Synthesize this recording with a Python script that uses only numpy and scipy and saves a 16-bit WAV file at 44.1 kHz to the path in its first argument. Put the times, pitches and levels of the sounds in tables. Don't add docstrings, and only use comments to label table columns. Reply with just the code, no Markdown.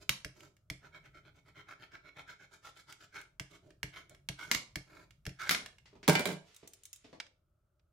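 import sys
import numpy as np
from scipy import signal
from scipy.fft import rfft, irfft, next_fast_len
from scipy.io import wavfile
from scipy.ndimage import map_coordinates

SR = 44100
rng = np.random.default_rng(int(sys.argv[2]) if len(sys.argv) > 2 else 0)


def unload_audio(sound):
    columns = np.transpose(np.atleast_2d(sound))
    steps = np.round(np.clip(columns, -1, 1) * 32767)
    wavfile.write(sys.argv[1], SR, steps.astype(np.int16))


N = 349272
T = np.arange(SR // 2) / SR

# (time [s], level [dB], table thump re level [dB])
LANDINGS = [(0.247, -34, -16.5), (0.7004, -33.5, -16), (3.3974, -33, -17), (3.8307, -30.5, -17),
            (4.288, -29, -18.5), (4.7573, -30.5, -15.5), (5.254, -44.5, -13.5), (5.2653, -36, -8.5),
            (5.293, -46.5, -12)]
# (time [s], level [dB], table thump re level [dB], room [dB], right over left [dB])
SNAPS = [(0.093, -15.5, -20.5, -7.5, 0), (4.5144, -15.5, -44, -2.5, -0.7), (4.5483, -22, -18.5, -6.5, 9.5),
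         (5.4935, -15.5, -32, -4, 0.7), (5.5102, -17.5, -48.5, 1, 1.4)]
# (time [s], level [dB], tape tick re level [dB])
TAPS = [(0.4053, -44.5, -12), (0.5664, -58.5, -4), (2.9245, -41.5, -3), (3.213, -44.5, -3.5),
        (3.705, -49.5, -14), (4.095, -56, 7.5), (4.147, -48, -10), (4.4367, -49, 2), (5.107, -47.5, -10),
        (5.5474, -18, -32), (5.66, -32, -12.5), (5.7833, -48, -14)]
# (time [s], level [dB])
NAIL_CLICKS = [(7.2001, -23), (7.2649, -45.5), (7.7947, -65)]
# (time [s], level [dB], table boom re level [dB], shell ring re level [dB])
BOUNCES = [(6.0786, -17.5, 0.5, -21), (6.0852, -18.5, 2, -7), (6.0952, -19.5, -5.5, 1),
           (6.1304, -29, -7, -17), (6.153, -26.5, -2.5, 13), (6.194, -27.5, -1, -8),
           (6.2064, -32, -25, -11), (6.2556, -24.5, -5, -1)]
# (time [s], level [dB])
TAPE_TICKS = [(6.546, -50), (6.564, -43), (6.675, -39.5), (6.7344, -41.5), (6.835, -44), (6.8539, -37),
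              (6.9301, -33.5), (6.96, -46)]
# (time [s], level [dB], brushing re level [dB])
BUMPS = [(5.856, -59, 15), (5.929, -48, -10), (5.952, -48, -5.5), (6.029, -44, 8.5), (6.629, -42.5, -7.5),
         (7.043, -46, 1.5), (7.128, -41, -4)]

# (frequency [Hz], width [Hz], level [dB])
BLADE_MODES = [(1670, 120, -5), (2200, 150, 0), (2800, 140, -6), (3300, 110, -9), (4310, 170, -11),
               (5300, 140, -10), (7800, 380, -18)]
# (frequency [Hz], width [Hz], level [dB])
SHELL_MODES = [(1450, 5.2, -11.5), (1600, 16, -1), (1803, 20, -10), (2060, 9, -4), (2230, 24, -3.5),
               (2350, 14, -1), (2943, 40, -5), (2958, 18, -5), (3390, 13, -18)]
# (frequency [Hz], width [Hz], level [dB])
TABLE_MODES = [(152.7, 6.7, -4.5), (179.8, 6.7, -3.5), (219.7, 11, -10.5), (325, 12, -12),
               (412.8, 21, -0.5), (456, 10, -7), (586, 14, -12), (616.5, 11, -11.5), (662, 18, -12.5),
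               (724, 14, -14), (914, 6.4, -18), (970, 7.7, -15.5)]
# (frequency [Hz], width [Hz], level [dB])
PRESSED_TABLE_MODES = [(49, 22, -3), (98, 46, 2.5), (134.3, 6.7, -6), (171.4, 22, -0.5), (298, 14, -10.5),
                       (448, 21, -19.5), (657, 41, -21.5)]
# (frequency [Hz], width [Hz], level [dB])
EDGE_MODES = [(670, 83, -11.5), (1273, 260, 0), (1710, 120, -7.5), (2280, 50, -5.5), (3080, 68, -8.5),
              (4230, 140, -16.5)]

# (frequency [Hz], level [dB])
RASP_SPECTRUM = [(260, -35.5), (450, -18.5), (790, -8.5), (1150, -6), (1410, 1.5), (1850, -14.5),
                 (2210, -2.5), (2680, -14), (3340, -15), (5000, -20.5), (7400, -31.5), (12000, -35.5),
                 (16000, -38)]
# (frequency [Hz], level [dB])
HISS_SPECTRUM = [(1800, -21.5), (2800, -4.5), (4500, -4.5), (7300, -6.5), (8500, -14.5), (11500, -16),
                 (14500, -21.5), (16000, -28.5)]
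# (frequency [Hz], level [dB])
RUMBLE_SPECTRUM = [(60, -14.5), (135, 3), (230, -17.5), (295, -1.5), (420, -5), (500, -17.5), (620, -3.5),
                   (800, -22), (1500, -65.5)]
# (frequency [Hz], level [dB])
CLICK_SPECTRUM = [(410, -23.5), (700, -14.5), (1090, -17.5), (2190, -5.5), (2530, -9.5), (3280, -14),
                  (5400, -11), (9480, -20.5), (13000, -21.5), (16000, -32.5)]
# (frequency [Hz], level [dB])
CRACK_SPECTRUM = [(110, -28), (190, -6), (330, -15), (750, -14.5), (1450, -7.5), (1850, -9.5), (2200, 5),
                  (2550, -9.5), (3000, -5), (3700, -7), (5200, -7.5), (9000, -20.5), (12000, -14.5),
                  (16000, -21)]
# (frequency [Hz], level [dB])
CLACK_SPECTRUM = [(290, -34), (500, -7), (586, -4), (1080, -10), (1600, -6), (1930, -17.5), (2100, -6),
                  (2730, -16), (3490, -12.5), (12000, -22.5), (16000, -21.5)]
# (frequency [Hz], level [dB])
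THUD_SPECTRUM = [(41, -57), (70, -28.5), (179, -8), (244, -10.5), (356, -8.5), (407, -8.5), (520, -16.5),
                 (587, -12), (1300, -25.5), (1690, -56.5), (2860, -120)]
# (frequency [Hz], level [dB])
NAIL_SPECTRUM = [(400, -22), (1000, -6.5), (2200, -1), (5500, -7.5), (9000, -21.5), (16000, -44)]
# (frequency [Hz], level [dB])
TAPE_SPECTRUM = [(710, -51.5), (1200, -18.5), (2150, -7.5), (2480, -9.5), (3470, -2), (4960, -7.5),
                 (6650, 1.5), (11100, -6.5), (16000, -11)]
# (frequency [Hz], level [dB])
FLOOR_SPECTRUM = [(20, -17.5), (45, -4), (100, -2.5), (150, -15.5), (270, -26), (350, -17), (470, -28),
                  (610, -16), (730, -29.5), (1000, -33.5), (1330, -22), (1750, -40.5), (4500, -44.5),
                  (16000, -45)]
# (frequency [Hz], likeness [0-1])
ALIKE = [(100, .98), (300, .85), (650, .45), (1500, .55), (3200, .55), (7000, .3), (15000, .1)]
# (frequency [Hz], t60 [s])
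ROOM = [(150, 0.27), (530, 0.47), (1400, 0.27), (3700, .29), (10000, 0.27), (16000, 0.031)]

# (time [s], level [dB])
HANDS = [(0, -64), (0.6, -70), (0.999, -62), (2.4, -76), (3.4, -71), (4.2, -65.5), (6.099, -65.5),
         (6.601, -79), (7.9, -83.5)]
# (time [s], rustle level [dB])
GRIP = [(6.349, -100), (6.47, -70.5), (6.8, -83.5), (7.12, -79), (7.26, -100)]
# (middle of first stroke [s], middle of last stroke [s], time per stroke [s])
BOUTS = [(0.852, 1.482, 0.105), (1.588, 3.028, 0.12)]
# (time [s], pressure as rasp level [dB], share of blade on loose tape [0-1])
SCRUB = [(0.85, -57, 0), (1.06, -64, 0.25), (1.26, -62.5, .05), (1.379, -71, 0.43), (1.59, -56.5, 0.08),
         (1.8, -56, 0.11), (2.07, -60, 0), (2.31, -55, 0.27), (2.43, -62, 0.36), (2.67, -58.5, 0.86),
         (3.03, -62, 0.72)]
# (start [s], end [s], rasp level [dB], share of blade on loose tape [0-1])
PUSHES = [(0, 0.049, -63.5, 0.88), (0.345, 0.492, -68, 0.88), (3.132, 3.213, -51, 0.33),
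          (3.503, 3.579, -60.5, 0.64), (3.623, 3.736, -76.5, .6), (3.928, 4.024, -55.5, 0.3),
          (4.092, 4.153, -70, 0.1), (4.382, 4.455, -51, .35), (4.423, 4.529, -61.5, .9),
          (4.868, 5.052, -65, 0.56), (5.394, 5.451, -45, 0.57), (5.441, 5.523, -49, 0.5)]

SLIDING_SHARE = 0.603
TREMOR_DB, TREMOR_PER_S = 2.4, 100
BACKSTROKE_DB = -2.5
HISS_DB, TAPE_HISS_DB = -15.5, 15.5
SCRUB_RUMBLE_DB, PUSH_RUMBLE_DB = -63, -62.5
FIRM_DB = -58
RUMBLE_DB_PER_RASP_DB, TAPE_CUSHION_DB = 0.37, -5.5
CHATTER_HZ, CHATTER_SAG_HZ, CHATTER_SCATTER_HZ = 1638, 190.4, 60.1
TAP_RING_DB = -9.5
RATTLE_GAP_S, RATTLE_SHRINK = 0.017, .92
RATTLE_DB, RATTLE_LOSS_DB = -34.5, 2.5
RATTLE_BOOM_DB, RATTLE_RING_DB = 2, 2.5
TOP_HZ = 16050


def amp(db):
    return 10 ** (np.asarray(db) / 20)


def unit(x):
    return x / np.sqrt(np.mean(x ** 2) + 1e-20)


def punch(x):
    return x / np.sqrt(np.mean(x[:, :SR // 100] ** 2) + 1e-20)


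def along(points, hz):
    point_hz, value = np.transpose(points)
    return np.interp(np.log(hz + 1), np.log(point_hz + 1), value)


def filtered(x, response):
    n = x.shape[-1]
    size = next_fast_len(n + SR // 8)
    return irfft(rfft(x, size) * response(np.fft.rfftfreq(size, 1 / SR)), size)[..., :n]


def coloured(x, spectrum, size=4096):
    level_db = np.maximum(along(spectrum, np.fft.rfftfreq(size, 1 / SR)), -100)
    cepstrum = irfft(np.log(amp(level_db)))
    cepstrum[1:size // 2] *= 2
    cepstrum[size // 2 + 1:] = 0
    impulse = irfft(np.exp(rfft(cepstrum)))
    return signal.fftconvolve(x, impulse[None], axes=1)[:, :x.shape[1]]


def spread(pair):
    def mid_side_gains(hz):
        turn = np.arccos(np.clip(along(ALIKE, hz), 0, 1)) / 2
        return np.array([np.cos(turn), np.sin(turn)])
    mid, side = filtered(pair, mid_side_gains)
    return np.array([mid + side, mid - side])


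def to_right(db):
    return amp([[-db / 2], [db / 2]])


def wobble(knots_per_s, size=N):
    knots = rng.standard_normal(int(size * knots_per_s / SR) + 4)
    return map_coordinates(knots, [np.arange(size) * knots_per_s / SR])


def add(track, time_s, sound):
    first = round(time_s * SR)
    sound = sound[:, max(-first, 0):]
    part = track[:, max(first, 0):][:, :sound.shape[1]]
    part += sound[:, :part.shape[1]]


def in_room(x, wet_db, delay_s=0.0028):
    hz, t, noise = signal.stft(rng.standard_normal((2, SR // 2)), SR, nperseg=256)
    decay = amp(-60 * t / along(ROOM, hz)[:, None])
    tail = signal.istft(noise * decay, SR, nperseg=256)[1][:, :len(T)]
    tail *= 1 - np.exp(-(T / delay_s) ** 2)
    tail /= np.linalg.norm(tail[0])
    tail[1] += filtered(tail[0] - tail[1], lambda f: 1 / (1 + (f / 520) ** 2))
    return x + amp(wet_db) * signal.fftconvolve(x, tail, axes=1)[:, :x.shape[1]]


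def burst(spectrum, t60_s):
    noise = spread(rng.standard_normal((2, len(T))) * amp(-60 * T / t60_s))
    return punch(coloured(noise, spectrum))


def ring(modes, skew_rad):
    hz, width_hz, db = np.transpose(modes)[:, :, None]
    strength = amp(db + 2 * rng.standard_normal(hz.shape)) * (-1) ** np.arange(len(hz))[:, None]
    phase = skew_rad * rng.standard_normal((2, len(hz), 1))
    damping_hz = np.maximum(width_hz, 8)
    waves = strength * np.exp((2j * hz - damping_hz) * np.pi * T)
    return punch((waves * np.exp(1j * phase)).imag.sum(1))


def friction(n, slips_per_s, grain_db, smooth):
    happens = rng.random(n) < slips_per_s / SR
    slips = happens * amp(abs(grain_db) * np.minimum(rng.exponential(size=n), 4))
    grains = unit(slips * rng.standard_normal((2, n)))
    return spread(grains + smooth * rng.standard_normal((2, n)))


def spot(x, t60_s, share):
    answer = rng.standard_normal(SR // 10) * amp(-60 * T[:SR // 10] / t60_s)
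    answer /= np.linalg.norm(answer)
    return x + share * signal.fftconvolve(x, answer[None], axes=1)[:, :x.shape[1]]


def background():
    air = amp(-77.5) * unit(coloured(spread(rng.standard_normal((2, N))), FLOOR_SPECTRUM))
    low_spectrum = [(15, -22.5), (45, -3.5), (90, -6.0), (140, -2.5), (260, -26.0), (800, -49)]
    low = unit(coloured(spread(rng.standard_normal((2, N))), low_spectrum))
    hands_db = np.interp(np.arange(N) / SR, *np.transpose(HANDS))
    return air + amp(hands_db - 3.5 + 0.83 * wobble(29)) * low


def picking():
    out = np.zeros((2, N))
    for time_s, db in TAPE_TICKS:
        tick = spot(burst(TAPE_SPECTRUM, t60_s=0.024), t60_s=0.042, share=0.6)
        add(out, time_s, amp(db - 14.0) * in_room(tick, wet_db=-9.5))
    attack = 1 - np.exp(-T / 0.00088)
    for time_s, db, brush_db in BUMPS:
        bump = burst(THUD_SPECTRUM, t60_s=0.094)
        bump += amp(brush_db - 4.5) * burst(NAIL_SPECTRUM, t60_s=0.13)
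        add(out, time_s, amp(db - 12) * in_room(bump * attack, wet_db=-2.5))
    grip_db = np.interp(np.arange(N) / SR, *np.transpose(GRIP), left=-120, right=-120)
    body = friction(N, slips_per_s=700, grain_db=3.5, smooth=0.99)
    rustle = unit(coloured(body, NAIL_SPECTRUM))
    fizz = friction(N, slips_per_s=600, grain_db=2.0, smooth=.8)
    rustle += amp(-5.5) * unit(coloured(fizz, HISS_SPECTRUM))
    handled = in_room(amp(grip_db + 1.5 * wobble(40)) * rustle, wet_db=-0.5)
    return (out + handled) * to_right(1.2)


def rattle(count):
    k = np.arange(count)
    times_s = BOUNCES[-1][0] + np.cumsum(RATTLE_GAP_S * RATTLE_SHRINK ** k)
    levels_db = RATTLE_DB - RATTLE_LOSS_DB * k
    return [(s, db, RATTLE_BOOM_DB, RATTLE_RING_DB) for s, db in zip(times_s, levels_db)]


def clatter():
    out = np.zeros((2, N))
    attack = 1 - np.exp(-T / 0.0037)
    for time_s, db, boom_db, ring_db in list(BOUNCES) + rattle(count=5):
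        shell = ring(SHELL_MODES, skew_rad=1.1) * amp(-90 * T)
        shell += amp(-3) * burst(NAIL_SPECTRUM, t60_s=.05)
        clack = amp(-8) * burst(CLACK_SPECTRUM, t60_s=.03)
        clack += amp(-27.5) * burst(TAPE_SPECTRUM, t60_s=0.011)
        clack += amp(ring_db - 15.0) * shell
        boom = amp(-10.0) * ring(TABLE_MODES, skew_rad=0.32)
        boom += amp(-4.5) * burst(THUD_SPECTRUM, t60_s=0.081)
        add(out, time_s, amp(db) * in_room(clack, wet_db=-4.0, delay_s=0.002))
        add(out, time_s, amp(db + boom_db) * in_room(boom * attack, wet_db=-13.5))
    return out * to_right(2.6)


def taps():
    out = np.zeros((2, N))
    attack = 1 - np.exp(-T / 0.00095)

    def click():
        return amp(-14) * burst(NAIL_SPECTRUM, t60_s=0.028)

    for time_s, db, tick_db in TAPS:
        tap = click()
        tap += amp(tick_db - 8.0) * burst(TAPE_SPECTRUM, t60_s=0.017)
        tap += amp(TAP_RING_DB - 4.5) * ring(BLADE_MODES, skew_rad=0.31)
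        add(out, time_s, amp(db) * in_room(tap * attack, wet_db=-7.5))
    for time_s, db in NAIL_CLICKS:
        add(out, time_s, amp(db) * in_room(click() * attack, wet_db=-13.0))
    return out * to_right(2.6)


def thump():
    body = ring(PRESSED_TABLE_MODES, skew_rad=0.066) + amp(-8.5) * burst(RUMBLE_SPECTRUM, t60_s=0.1)
    return body * (1 - np.exp(-(T / 0.0047) ** 2))


def landings():
    out = np.zeros((2, N))
    for time_s, db, thump_db in LANDINGS:
        contact = burst(CLICK_SPECTRUM, t60_s=.028)
        click = amp(-8.5) * ring(BLADE_MODES, skew_rad=0.94) + amp(-9) * contact
        add(out, time_s, amp(db) * in_room(click, wet_db=-9.5, delay_s=0.0012) * to_right(2.2))
        add(out, time_s + 0.00327, amp(db + thump_db + 4.5) * thump())
        add(out, time_s + 0.043, amp(db + thump_db - 8.5) * thump())
    return out


def snaps():
    out = np.zeros((2, N))
    for time_s, db, thump_db, room_db, right_db in SNAPS:
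        crack = amp(-11) * burst(CRACK_SPECTRUM, t60_s=.02)
        crack += amp(-22.5) * burst(TAPE_SPECTRUM, t60_s=0.0044)
        direct = amp(-16.5) * ring(BLADE_MODES, skew_rad=0.54)
        snap = in_room(crack, wet_db=room_db, delay_s=0.002) + direct
        add(out, time_s, amp(db) * snap * to_right(right_db))
        add(out, time_s + 0.0008, amp(db + thump_db - 6.5) * thump())
    return out


def strokes():
    times_s, pressure_db, on_tape = np.transpose(SCRUB)
    for first_s, last_s, period_s in BOUTS:
        for k, middle_s in enumerate(np.arange(first_s, last_s + period_s / 2, period_s)):
            rasp_db = np.interp(middle_s, times_s, pressure_db) + BACKSTROKE_DB * (k % 2 == 0)
            tape = np.interp(middle_s, times_s, on_tape)
            rumble_db = SCRUB_RUMBLE_DB + RUMBLE_DB_PER_RASP_DB * (rasp_db - FIRM_DB)
            rumble_db += TAPE_CUSHION_DB * tape
            yield middle_s, SLIDING_SHARE * period_s, rasp_db, tape, rumble_db
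    for start_s, end_s, rasp_db, tape in PUSHES:
        yield (start_s + end_s) / 2, end_s - start_s, rasp_db, tape, PUSH_RUMBLE_DB


def edge_response(hz):
    total = 0
    for k, (centre_hz, width_hz, db) in enumerate(EDGE_MODES):
        damping = 1j * hz * width_hz
        total = total + (-1) ** k * amp(db) * damping / (centre_hz ** 2 - hz ** 2 + damping)
    return total


def chatter(speed, pressed_hz, slack_hz, width_hz):
    noise = spread(rng.standard_normal((2, len(speed))))
    band = filtered(noise, lambda hz: 1 / (1 + (hz / width_hz) ** 2))
    pitch_hz = slack_hz + (pressed_hz - slack_hz) * speed
    return unit(band * np.sin(2 * np.pi * np.cumsum(pitch_hz) / SR))


def rubbing(creep=0.018):
    out = np.zeros((2, N))
    t = np.arange(SR // 3) / SR - 1 / 6
    n = len(t)
    for middle_s, length_s, rasp_db, tape, rumble_db in strokes():
        half_s = length_s / 2
        swell = np.exp(-(t / half_s) ** 2)
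        sliding = (1 + np.tanh((half_s - abs(t)) / .012)) / 2
        speed = sliding * swell + creep * np.exp(-(t / (half_s + .035)) ** 2)
        tremor = amp(TREMOR_DB * wobble(TREMOR_PER_S, size=n))

        slips = friction(n, slips_per_s=1100, grain_db=3, smooth=.4)
        rasp = amp(1.0) * unit(coloured(slips, RASP_SPECTRUM))
        rasp += amp(-4.0) * unit(filtered(slips, edge_response))
        chatter_db = -6 + .25 * (rasp_db - FIRM_DB)
        slack_hz = CHATTER_HZ + CHATTER_SCATTER_HZ * rng.standard_normal()
        rasp += amp(chatter_db) * chatter(swell, slack_hz - CHATTER_SAG_HZ, slack_hz, width_hz=170)

        fine_slips = friction(n, slips_per_s=1900, grain_db=1.0, smooth=0.4)
        hiss = unit(coloured(fine_slips, HISS_SPECTRUM))
        table_slips = friction(n, slips_per_s=3000, grain_db=3.5, smooth=0.88)
        rumble = unit(coloured(table_slips, RUMBLE_SPECTRUM))

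        hiss_db = HISS_DB + TAPE_HISS_DB * tape
        scrape = amp(rasp_db) * (amp(2.0) * rasp + amp(hiss_db) * hiss)
        on_star = spot(scrape * speed * tremor, t60_s=0.025, share=0.79)
        table = amp(rumble_db) * rumble * speed
        add(out, middle_s + t[0], on_star + table)
    return in_room(out, wet_db=-7) * to_right(1.9)


def scene():
    return rubbing() + landings() + snaps() + taps() + clatter() + picking() + background()


def record(dry):
    return filtered(dry, lambda hz: 1 / (1 + (hz / TOP_HZ) ** 120))


dry = scene()
out = record(dry)
unload_audio(out)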